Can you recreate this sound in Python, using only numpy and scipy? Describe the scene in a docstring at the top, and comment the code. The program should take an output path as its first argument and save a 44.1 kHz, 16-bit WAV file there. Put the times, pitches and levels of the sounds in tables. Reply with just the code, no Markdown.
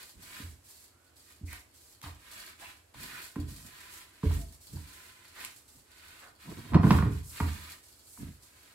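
"""Gloved hands knead a crumbly dough in a big wooden bowl on a kitchen counter.
Every push thuds through the bowl into the counter, with a short knock or click now and then.
The gloves rub, rustle and peel off the damp dough, which squelches under the palm.
Once the bowl tips, rumbles round on its foot and knocks back down.
The kitchen adds a short echo and a faint, steady background noise."""
import sys
import numpy as np
from scipy import signal
from scipy.fft import rfft, irfft, next_fast_len
from scipy.io import wavfile

SR = 44100
rng = np.random.default_rng(int(sys.argv[2]) if len(sys.argv) > 2 else 0)


def unload_audio(sound):
    """Save the sound as a 16-bit wav file, at the path given as the first command line argument."""
    columns = np.transpose(np.atleast_2d(sound))
    # keep every value between -1 and 1, then stretch to whole-number steps
    steps = np.round(np.clip(columns, -1, 1) * 32767)
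    wavfile.write(sys.argv[1], SR, steps.astype(np.int16))


N = 385434

# Levels are set before the filters and the mix. t60 is the time a ring takes to fall by 60 dB.
# tone colours of four noises, from bass to treble: f/Hz, level/dB
ROOM_COLOUR = [(30, -15.5), (76, 12), (110, 6), (170, -8.5), (280, 1), (450, -3.5), (3000, -13.5),
               (15000, -55.5)]
RUB_COLOUR = [(120, -10.5), (300, -7), (580, -17), (830, -10), (1050, -8), (1600, -2), (2300, -4.5),
              (3000, -7), (4200, -7), (7000, -27)]
RUSTLE_COLOUR = [(300, -10), (1000, -7.5), (3000, -8), (4300, -1), (6500, -1.5), (7600, 3), (10000, -1),
                 (12000, -1), (15500, -12)]
RUMBLE_COLOUR = [(40, -11), (90, 5), (150, 2.5), (275, -1), (370, -8.5), (580, -20), (700, -13),
                 (800, -25.5), (980, -10.5), (1300, -25), (4000, -55.5), (15000, -82)]
# how long the kitchen echoes: f/Hz, t60/s
ROOM_DECAY = [(70, 0.48), (300, 0.46), (1000, 0.39), (4000, 0.34), (14000, 0.05)]
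# how alike left and right are in spread-out sound: f/Hz, likeness (1 = the same)
STEREO_LIKENESS = [(100, 0.94), (280, 0.91), (550, 0.11), (2500, 0.046), (14000, 0.055)]
# echoes off the bowl's wall and the counter: delay/s, level/dB
CLOSE_ECHOES = [(.0019, -9), (.0031, -9), (.0046, -8), (.0063, -10)]
# ringing tones of bowl and counter giving way together: f/Hz, level/dB, t60/s
BODY_TONES = [(52.5, 5, 0.6), (77.5, -3, 0.51), (85, -6, 0.16), (123.3, -4, 0.51), (146.9, -5.5, 0.5),
              (211.3, -22, 0.6), (286.4, 3.5, 0.18), (305.6, -19, 0.2), (411, -10.5, 0.37)]
# ringing tones of the wooden shell: f/Hz, level/dB, t60/s
WOOD_TONES = [(728, -3, 0.2), (905, 7, 0.05), (790, -8, .06), (995, 10.5, 0.029), (1037, 11, 0.067),
              (1132, 8.5, 0.017), (1210, 11, 0.013), (1420, -2, 0.2), (1553, -3, 0.19), (1860, -2, 0.033),
              (2336, -8.5, 0.08), (2460, -11.5, 0.017)]
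# ringing tones of the air between hands and bowl: f/Hz, level/dB, t60/s
AIR_TONES = [(1329, 1, 0.057), (1610, -8, 0.015), (1790, 0, .03), (2450, 6, 0.026), (2917, -2.5, 0.034)]
# a hand slides over dough and bowl: t/s, rise/s, hold/s, level/dB
HAND_SLIDES = [(0.0, 0.00033, 0.0076, -51.5), (.16, 0.22, 0.042, -50), (1.24, 0.064, 0.0091, -62.5),
               (1.48, 0.049, 0.0099, -52.5), (2.025, 0.0051, 0.043, -50.5), (2.16, 0.19, 0.15, -52.5),
               (2.57, 0.048, 0.085, -53), (2.937, 0.0059, 0.047, -57.5), (2.96, 0.077, 0.2, -49.5),
               (3.35, 0.012, 0.25, -62.5), (3.6, 0.16, 0.27, -55), (4.04, 0.21, 0.084, -60.5),
               (4.225, 0.019, 0.11, -52.5), (4.71, 0.19, 0.2, -57), (5.1, 0.071, 0.16, -61),
               (5.32, 0.1, 0.03, -48), (5.82, 0.24, 0.17, -57), (6.38, 0.047, 0.28, -56),
               (6.8, 0.08, 0.098, -46.5), (7.0, 0.058, 0.12, -57.5), (7.3, 0.065, 0.13, -50),
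               (7.46, 0.05, 0.21, -52), (8.13, 0.11, 0.034, -60.5), (8.3, 0.36, 0.06, -63.5)]
# a glove creases as the fingers open or grip: t/s, hold/s, level/dB
GLOVE_CREASES = [(0.0, 0.092, -55), (0.206, 0.29, -56.5), (0.635, 0.19, -57), (1.15, 0.15, -60.5),
                 (1.45, 0.093, -54.5), (1.73, 0.18, -59), (2.99, 0.039, -50), (3.212, 0.05, -52),
                 (3.47, 0.18, -54.5), (3.906, 0.039, -52.5), (4.314, 0.08, -53), (4.45, 0.088, -60.5),
                 (4.599, 0.2, -55.5), (4.87, 0.19, -59), (5.49, 0.082, -58), (5.673, 0.11, -59.5),
                 (7.1, 0.06, -57), (7.23, 0.53, -58), (7.82, 0.51, -61), (8.4, 0.5, -63)]
# damp dough peels off the glove: t/s, rise/s, hold/s, level/dB
DOUGH_PEELS = [(4.27, 0.067, 0.066, -57), (7.23, 0.043, 0.14, -50.5), (8.03, 0.058, .11, -54)]
# sticky glove film snaps free: t/s, level/dB
GLOVE_SNAPS = [(1.530, -22.5), (2.016, -31), (2.942, -42), (3.489, -48), (4.317, -27), (5.406, -28),
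               (5.449, -15)]
# squelches and squeaks under the palm: t/s, length/s, start f/Hz, end f/Hz, width/Hz, level/dB
PALM_SQUELCHES = [(0.838, 0.39, 1200, 1643, 200, -70.5), (1.471, 0.042, 2280, 2105, 520, -46.5),
                  (1.509, 0.04, 1966, 2080, 380, -42), (2.016, 0.086, 996, 854, 480, -46),
                  (2.605, 0.053, 945, 880, 260, -46.5), (2.634, 0.044, 2450, 2516, 710, -44.5),
                  (3.063, 0.19, 1456, 1926, 620, -45), (4.387, 0.093, 681, 654, 13, -55.5),
                  (5.351, 0.083, 1458, 1900, 1200, -45.5), (6.201, 0.1, 1500, 1097, 1060, -48)]
# short knocks and clicks from knuckles or the bowl's foot, and one wet pop: t/s, level/dB
SHORT_KNOCKS = [(1.529, -44), (2.040, -40.5), (2.945, -45.5), (3.358, -37), (4.231, -34.5), (4.309, -36),
                (4.77, -46), (7.402, -23.5), (8.175, -45)]
# the bowl is dragged and rolled on its foot: t/s, rise/s, hold/s, level/dB
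BOWL_DRAGS = [(6.44, 0.07, 0.15, -43), (6.685, 0.041, 0.034, -33), (6.733, 0.008, 0.015, -20),
              (6.79, 0.026, 0.14, -30)]
# the tipped bowl's foot hits the counter: t/s, click level/dB, thud level/dB, bounce f/Hz
FOOT_HITS = [(6.735, -26.5, -25.5, 206), (6.744, -20, -12.5, 163), (6.833, -24.5, -15, 190),
             (6.841, -26, -10.5, 150), (6.868, -31, -18, 244), (6.907, -10.5, -9, 188),
             (6.937, -30.5, -16.5, 78), (6.986, -22, -21.5, 134), (7.024, -26.5, -19, 170),
             (7.058, -45, -17.5, 114), (7.105, -51, -24.5, 74.3)]
# the bowl shifts and settles under a push: t/s, level/dB, bounce f/Hz
BOWL_SETTLES = [(3.381, -30.5, 280), (7.432, -30, 282)]
# the hands lean steadily into the dough: t/s, rise/s, hold/s, level/dB
STEADY_PRESSES = [(0.15, 0.01, 0.03, -47.5), (2.94, 0.046, 0.081, -47), (3.38, 0.012, 0.028, -35.5),
                  (3.5, .02, 0.12, -52), (4.25, 0.018, 0.064, -35), (4.69, 0.044, 0.016, -42.5),
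                  (5.74, 0.014, 0.027, -61), (8.175, 0.017, 0.04, -39.5)]
# the palm meets the dough, then the arm's weight follows:
# t/s, palm level/dB, palm bounce f/Hz, weight delay/s, weight level/dB
KNEADING_PUSHES = [(0.4, -37, 213, 0.027, -37.5), (1.41, -41, 166, 0.017, -31.5),
                   (2.035, -41, 140, 0.021, -38.5), (3.361, -25, 190, 0.022, -28.5),
                   (4.234, -19.5, 176, 0.02, -17), (4.732, -37.5, 164, 0.0085, -34.5),
                   (7.405, -21.5, 180, 0.0073, -22.5), (8.189, -45, 156, 0.055, -41.5)]


def from_db(db):
    """Turn decibels into a number to multiply by."""
    return 10 ** (np.asarray(db) / 20)


def rms_one(x):
    """Scale a sound so that its average strength (rms) is 1."""
    return x / np.sqrt(np.mean(x ** 2) + 1e-20)


def peaking_at(x, db):
    """Scale a sound so that its highest peak is at db."""
    return from_db(db) * x / np.abs(x).max()


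def at_hz(points, hz):
    """Read between a table's rows, giving each octave equal room."""
    table_hz, values = np.transpose(points)
    return np.interp(np.log(hz + 1), np.log(table_hz), values)


def keep_band(x, hz, kind="low"):
    """Keep what lies below hz ("low") or above it ("high"), with a gentle edge."""
    return signal.sosfilt(signal.butter(2, min(hz, SR / 2 - 1), kind, fs=SR, output="sos"), x)


def add(out, start_s, sound):
    """Mix a sound in at its start time."""
    i = max(round(start_s * SR), 0)
    out[i:i + len(sound)] += sound[:N - i]


def drift(rate_hz):
    """A value that wanders at random around zero."""
    points = rng.standard_normal(N // 8)
    return np.interp(np.arange(N) * rate_hz / SR, np.arange(len(points)), points)


def burst(fade_s):
    """A crack of noise that dies away quickly."""
    t = np.arange(SR // 10) / SR
    return rng.standard_normal(len(t)) * np.exp(-t / fade_s)


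def ringing(tones):
    """One fading sine wave for each ringing tone."""
    t = np.arange(SR * 2 // 3) / SR
    return np.array([from_db(db - 60 * t / t60) * np.sin(2 * np.pi * hz * t) for hz, db, t60 in tones])


def short_ring(tones):
    """The first tenth of a second of a ring, with every second tone flipped."""
    return (-1) ** np.arange(len(tones)) @ ringing(tones)[:, :SR // 10]


def movements(rows, fade_db_per_s=168.5):
    """Loudness over time of some movements: each speeds up evenly, holds and dies away."""
    t, power = np.arange(N) / SR, np.zeros(N)
    for start, rise, hold, db in rows:
        span = slice(max(int(start * SR), 0), int((start + 1) * SR))
        age = t[span] - start
        fade_db = fade_db_per_s * np.maximum(age - rise - hold, 0)
        power[span] += (np.clip(age / rise, 0, 1) * from_db(db - fade_db)) ** 2
    return np.sqrt(power)


def slips(per_s, spread_db, clump_db, clump_hz):
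    """Friction is many tiny slips of uneven size that come in clumps."""
    sizes = from_db(spread_db * np.minimum(rng.exponential(1, (2, N)), 4)) * rng.standard_normal((2, N))
    slipping = rng.random((2, N)) < per_s / SR
    return sizes * slipping * from_db(clump_db * drift(clump_hz))


def diffuse(pair, colour):
    """Give two noises a tone colour and spread them out: centred in the bass, wide in the treble."""
    size = next_fast_len(pair.shape[1])
    hz = np.arange(size // 2 + 1) * SR / size
    mid, side = rfft(pair, size) * from_db(at_hz(colour, hz))
    alike = np.clip(at_hz(STEREO_LIKENESS, hz), -1, 1)
    left_right = np.sqrt(1 + alike) * mid + np.sqrt(1 - alike) * side * [[1], [-1]]
    return rms_one(irfft(left_right, size)[:, :pair.shape[1]])


def still_room():
    """The faint, low noise of the quiet kitchen."""
    return from_db(-66.0) * diffuse(rng.standard_normal((2, N)), ROOM_COLOUR)


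def kitchen(x, echo_db, gap_s):
    """Add the room's echo, which starts after a gap and dies sooner in the treble."""
    t = np.arange(SR // 2) / SR
    spectrum = rfft(diffuse(rng.standard_normal((2, len(t))), [(1, 0), (SR, 0)]))
    hz = np.arange(spectrum.shape[1]) * SR / len(t)
    octave = np.round(np.log2(np.maximum(hz, 64)))
    tail = np.zeros((2, len(t)))
    for k in np.unique(octave):
        band = irfft(spectrum * (octave == k), len(t))
        tail += band * from_db(-60 * t / at_hz(ROOM_DECAY, 2 ** k))
    tail *= t > gap_s
    tail /= np.sqrt(np.sum(tail ** 2) / 2)
    return x + from_db(echo_db) * signal.fftconvolve(x[None], tail, axes=1)[:, :N]


def from_right(pair, left_lag_s=7e-5):
    """The bowl stands to the right, so its sound reaches the left side later."""
    n = np.arange(N)
    return np.array([np.interp(n - left_lag_s * SR, n, pair[0]), pair[1]])


def close_echoes(pair, sway_s=.00012, sway_hz=2.5):
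    """Echoes off bowl and counter colour the sound, and shift as the hands move."""
    n, out, dull = np.arange(N), pair.copy(), keep_band(pair, 4500)
    for delay_s, db in CLOSE_ECHOES:
        for side in range(2):
            lag = (delay_s * rng.uniform(.9, 1.1) + sway_s * drift(sway_hz)) * SR
            out[side] += from_db(db) * np.interp(n - lag, n, dull[side])
    return out


def in_bowl(pair, tones, ring_db):
    """The bowl rings along with the friction."""
    ring = short_ring(tones)
    ring /= np.linalg.norm(ring)
    return pair + from_db(ring_db) * signal.fftconvolve(pair, ring[None], axes=1)[:, :N]


def rubbing(sliding, resting_db=-81.5):
    """Coarse slips ring the wood; sticky ones ring the air between hands and bowl."""
    coarse = slips(per_s=4000, spread_db=0.0, clump_db=1.0, clump_hz=91.7)
    sticky = slips(per_s=990, spread_db=0.5, clump_db=2.5, clump_hz=41.6)
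    wood = in_bowl(coarse, WOOD_TONES, ring_db=-23.5)
    air = signal.fftconvolve(sticky, short_ring(AIR_TONES)[None], axes=1)[:, :N]
    gain = np.hypot(sliding, from_db(resting_db))   # the hands never lie quite still
    return gain * (diffuse(wood, RUB_COLOUR) + from_db(-9.0) * diffuse(air, RUB_COLOUR))


def crackles(per_s=24, spread_db=4.0):
    """Specks of dough let go of the glove at random, each with a tiny tick."""
    starts = rng.random(N) < per_s / SR
    sizes = from_db(spread_db * np.minimum(rng.exponential(1, N), 3))
    ticks = signal.fftconvolve(starts * sizes, burst(0.00065))[:N]
    return diffuse(kitchen(ticks, echo_db=1.5, gap_s=0.00073), RUSTLE_COLOUR)


def crinkles(per_s=21, fade_s=.018, depth=.45):
    """Loudness over time of the glove film's little spurts: each starts at once and fades."""
    starts = (rng.random(N) < per_s / SR) * np.minimum(rng.exponential(1, N), 2)
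    spurts = signal.lfilter([1], [1, -np.exp(-1 / (fade_s * SR))], starts)
    return rms_one(1 + depth * spurts)


def brighter_when_fast(pair, gain, neutral_db=-72.0, edge_hz=15400):
    """The faster the glove moves, the more top treble it has."""
    top = keep_band(pair, edge_hz, "high")
    top = keep_band(top[:, ::-1], edge_hz, "high")[:, ::-1]   # a backward pass undoes the filter's delay
    return pair + ((gain / from_db(neutral_db)) ** 0.48 - 1) * top


def peeling(fine_slips, edge_hz=6700):
    """Damp dough peels off the glove with a high fizz."""
    noise = diffuse(fine_slips[::-1, ::-1], RUSTLE_COLOUR)   # reversed, so it is unlike the rustle
    return movements(DOUGH_PEELS) * rms_one(keep_band(noise, edge_hz, "high"))


def gloves(sliding, crease_rise_s=.018, resting_db=-68.5):
    """Fine slips in the glove film rustle as it slides, creases and peels."""
    creasing = movements([(start, crease_rise_s, hold, db) for start, hold, db in GLOVE_CREASES])
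    moving = np.hypot(from_db(-1.46) * sliding, creasing)
    gain = np.hypot(moving, from_db(resting_db))
    fine = slips(per_s=36000, spread_db=-0.5, clump_db=0.5, clump_hz=33.7)
    rustle = diffuse(fine, RUSTLE_COLOUR) + from_db(-7.5) * crackles()
    rustle = gain * brighter_when_fast(rustle, gain)
    return crinkles() * (rustle + peeling(fine))


def hands():
    """The same slides rub the dough and rustle the gloves, close to the bowl's wall."""
    sliding = movements(HAND_SLIDES)
    return from_db(-0.6) * close_echoes(rubbing(sliding) + gloves(sliding))


def squelches():
    """Air and wet dough squeeze through a gap whose pitch glides as the palm moves."""
    out = np.zeros(N)
    for start, length, start_hz, end_hz, width_hz, db in PALM_SQUELCHES:
        size = int(length * SR)
        flutter = keep_band(rng.standard_normal((2, SR)), width_hz / 2)[:, -size:]
        phase = 2 * np.pi * np.cumsum(np.linspace(start_hz, end_hz, size)) / SR
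        rough_tone = rms_one(flutter[0] * np.cos(phase) + flutter[1] * np.sin(phase))
        swell = np.sin(np.linspace(0, np.pi, size))
        add(out, start, from_db(db) * rough_tone * swell)
    return out


def snaps(fade_s=0.0011, low_hz=2000, high_hz=12500):
    """Thin film lets go of the dough with a small, bright tick."""
    out = np.zeros(N)
    for start, db in GLOVE_SNAPS:
        tick = keep_band(burst(fade_s), low_hz, "high")
        add(out, start, peaking_at(keep_band(tick, high_hz), db))
    return out


def knocks(vary_db=3.0, damping_s=.013, lasting_db=-9.0):
    """Each knock, click or pop is a short crack and a wooden ring that the hands soon damp."""
    out, tones = np.zeros(N), ringing(WOOD_TONES)
    t = np.arange(tones.shape[1]) / SR
    damping = np.exp(-t / damping_s) + from_db(lasting_db)
    foot_clicks = [(start, db) for start, db, _, _ in FOOT_HITS]
    for start, db in SHORT_KNOCKS + foot_clicks:
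        # each spot on the bowl rings with its own mix of tones
        mix = rng.choice([-1, 1], len(tones)) * from_db(vary_db * rng.standard_normal(len(tones)))
        blow = peaking_at(mix @ tones * damping, 0)
        top_hz = 3020 * from_db(.22 * db)   # a harder blow is brighter
        crack = keep_band(keep_band(burst(0.007), top_hz), 820, "high")
        add(blow, 0, peaking_at(crack, -5.5))
        add(out, start, peaking_at(blow, db))
    return out


def thuds(loads, cycles, ring_db, crush_db, detune=0.016, vary_db=4, mute_s=1.3):
    """Each load (t/s, level/dB, f/Hz) swells, bounces briefly and sets bowl and counter ringing."""
    out = np.zeros(N)
    for start, db, bounce_hz in loads:
        # the ring shifts with where the dough and the hands lie
        shifts = rng.standard_normal((len(BODY_TONES), 2))
        tones = [(hz * (1 + detune * pitch_shift), level + vary_db * level_shift, t60)
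                 for (hz, level, t60), (pitch_shift, level_shift) in zip(BODY_TONES, shifts)]
        body = ringing(tones).sum(axis=0)
        t = np.arange(len(body)) / SR
        turns = bounce_hz * t
        swell = turns ** 2.55 * np.exp(-turns / cycles)   # a higher power starts more gently
        force = peaking_at(swell * np.sin(2 * np.pi * turns), 0)
        # crumbling lumps add a rough noise above the bounce
        crush = keep_band(burst(.028), 1.53 * bounce_hz)
        add(force, 0, peaking_at(keep_band(crush, 230, "high"), crush_db))
        ring = signal.fftconvolve(np.gradient(force), body)[:len(t)]
        # after a light push the hand stays on the dough and mutes the ring sooner
        ring *= np.exp(-t / (mute_s * np.sqrt(from_db(db))))
        add(out, start, peaking_at(force + peaking_at(ring, ring_db), db))
    return out


def rolling():
    """The foot judders over the counter as the bowl is dragged round."""
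    judder = slips(per_s=2700, spread_db=0.5, clump_db=4.5, clump_hz=69.3)
    return movements(BOWL_DRAGS) * diffuse(judder, RUMBLE_COLOUR)


def foot_thuds(lag_s=0.00186):
    """Just after each click of the foot, the tipped bowl's weight lands; it hardly rings."""
    landings = [(start + lag_s, db, hz) for start, _, db, hz in FOOT_HITS]
    return thuds(landings, cycles=0.5, ring_db=-7.5, crush_db=-12.5)


def pressing():
    """Dough gives way lump by lump under a steady press, with a dull rumble in the bowl."""
    lumps = slips(per_s=1400, spread_db=-0.5, clump_db=7.0, clump_hz=39.7)
    rumble = keep_band(in_bowl(lumps, BODY_TONES, ring_db=-17.0), 460)
    return movements(STEADY_PRESSES) * diffuse(rumble, RUMBLE_COLOUR)


def pushes(weight_bounce_hz=80):
    """The palm gives a short bump; the arm's weight then bounces the bowl on the counter."""
    palms = [(start, db, hz) for start, db, hz, _, _ in KNEADING_PUSHES]
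    weights = [(start + delay, db, weight_bounce_hz) for start, _, _, delay, db in KNEADING_PUSHES]
    bumps = thuds(palms + BOWL_SETTLES, cycles=0.35, ring_db=-2.5, crush_db=-8)
    bounces = thuds(weights, cycles=0.51, ring_db=-1.0, crush_db=-13.5)
    return keep_band(bumps + bounces, 436)   # the soft dough dulls both


def scene():
    """Mix the kneading, a little to the right, with the quiet kitchen."""
    bowl = kitchen(pushes() + foot_thuds(), echo_db=-9.0, gap_s=0.0066) + pressing() + rolling()
    wood = kitchen(knocks(), echo_db=-7, gap_s=.008)
    sticky = from_db(-7.0) * kitchen(squelches() + snaps(), echo_db=-5.0, gap_s=0.0051)
    mix = still_room() + hands() + from_right(bowl + wood + sticky)
    return keep_band(mix, 30, "high") * from_db([[-1.1], [1.0]])   # left, right


def record(dry, cutoff_hz=15750):
    """Cut off the highest treble steeply."""
    return signal.sosfilt(signal.ellip(10, .2, 70, cutoff_hz, fs=SR, output="sos"), dry)


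dry = scene()
out = record(dry)
unload_audio(out)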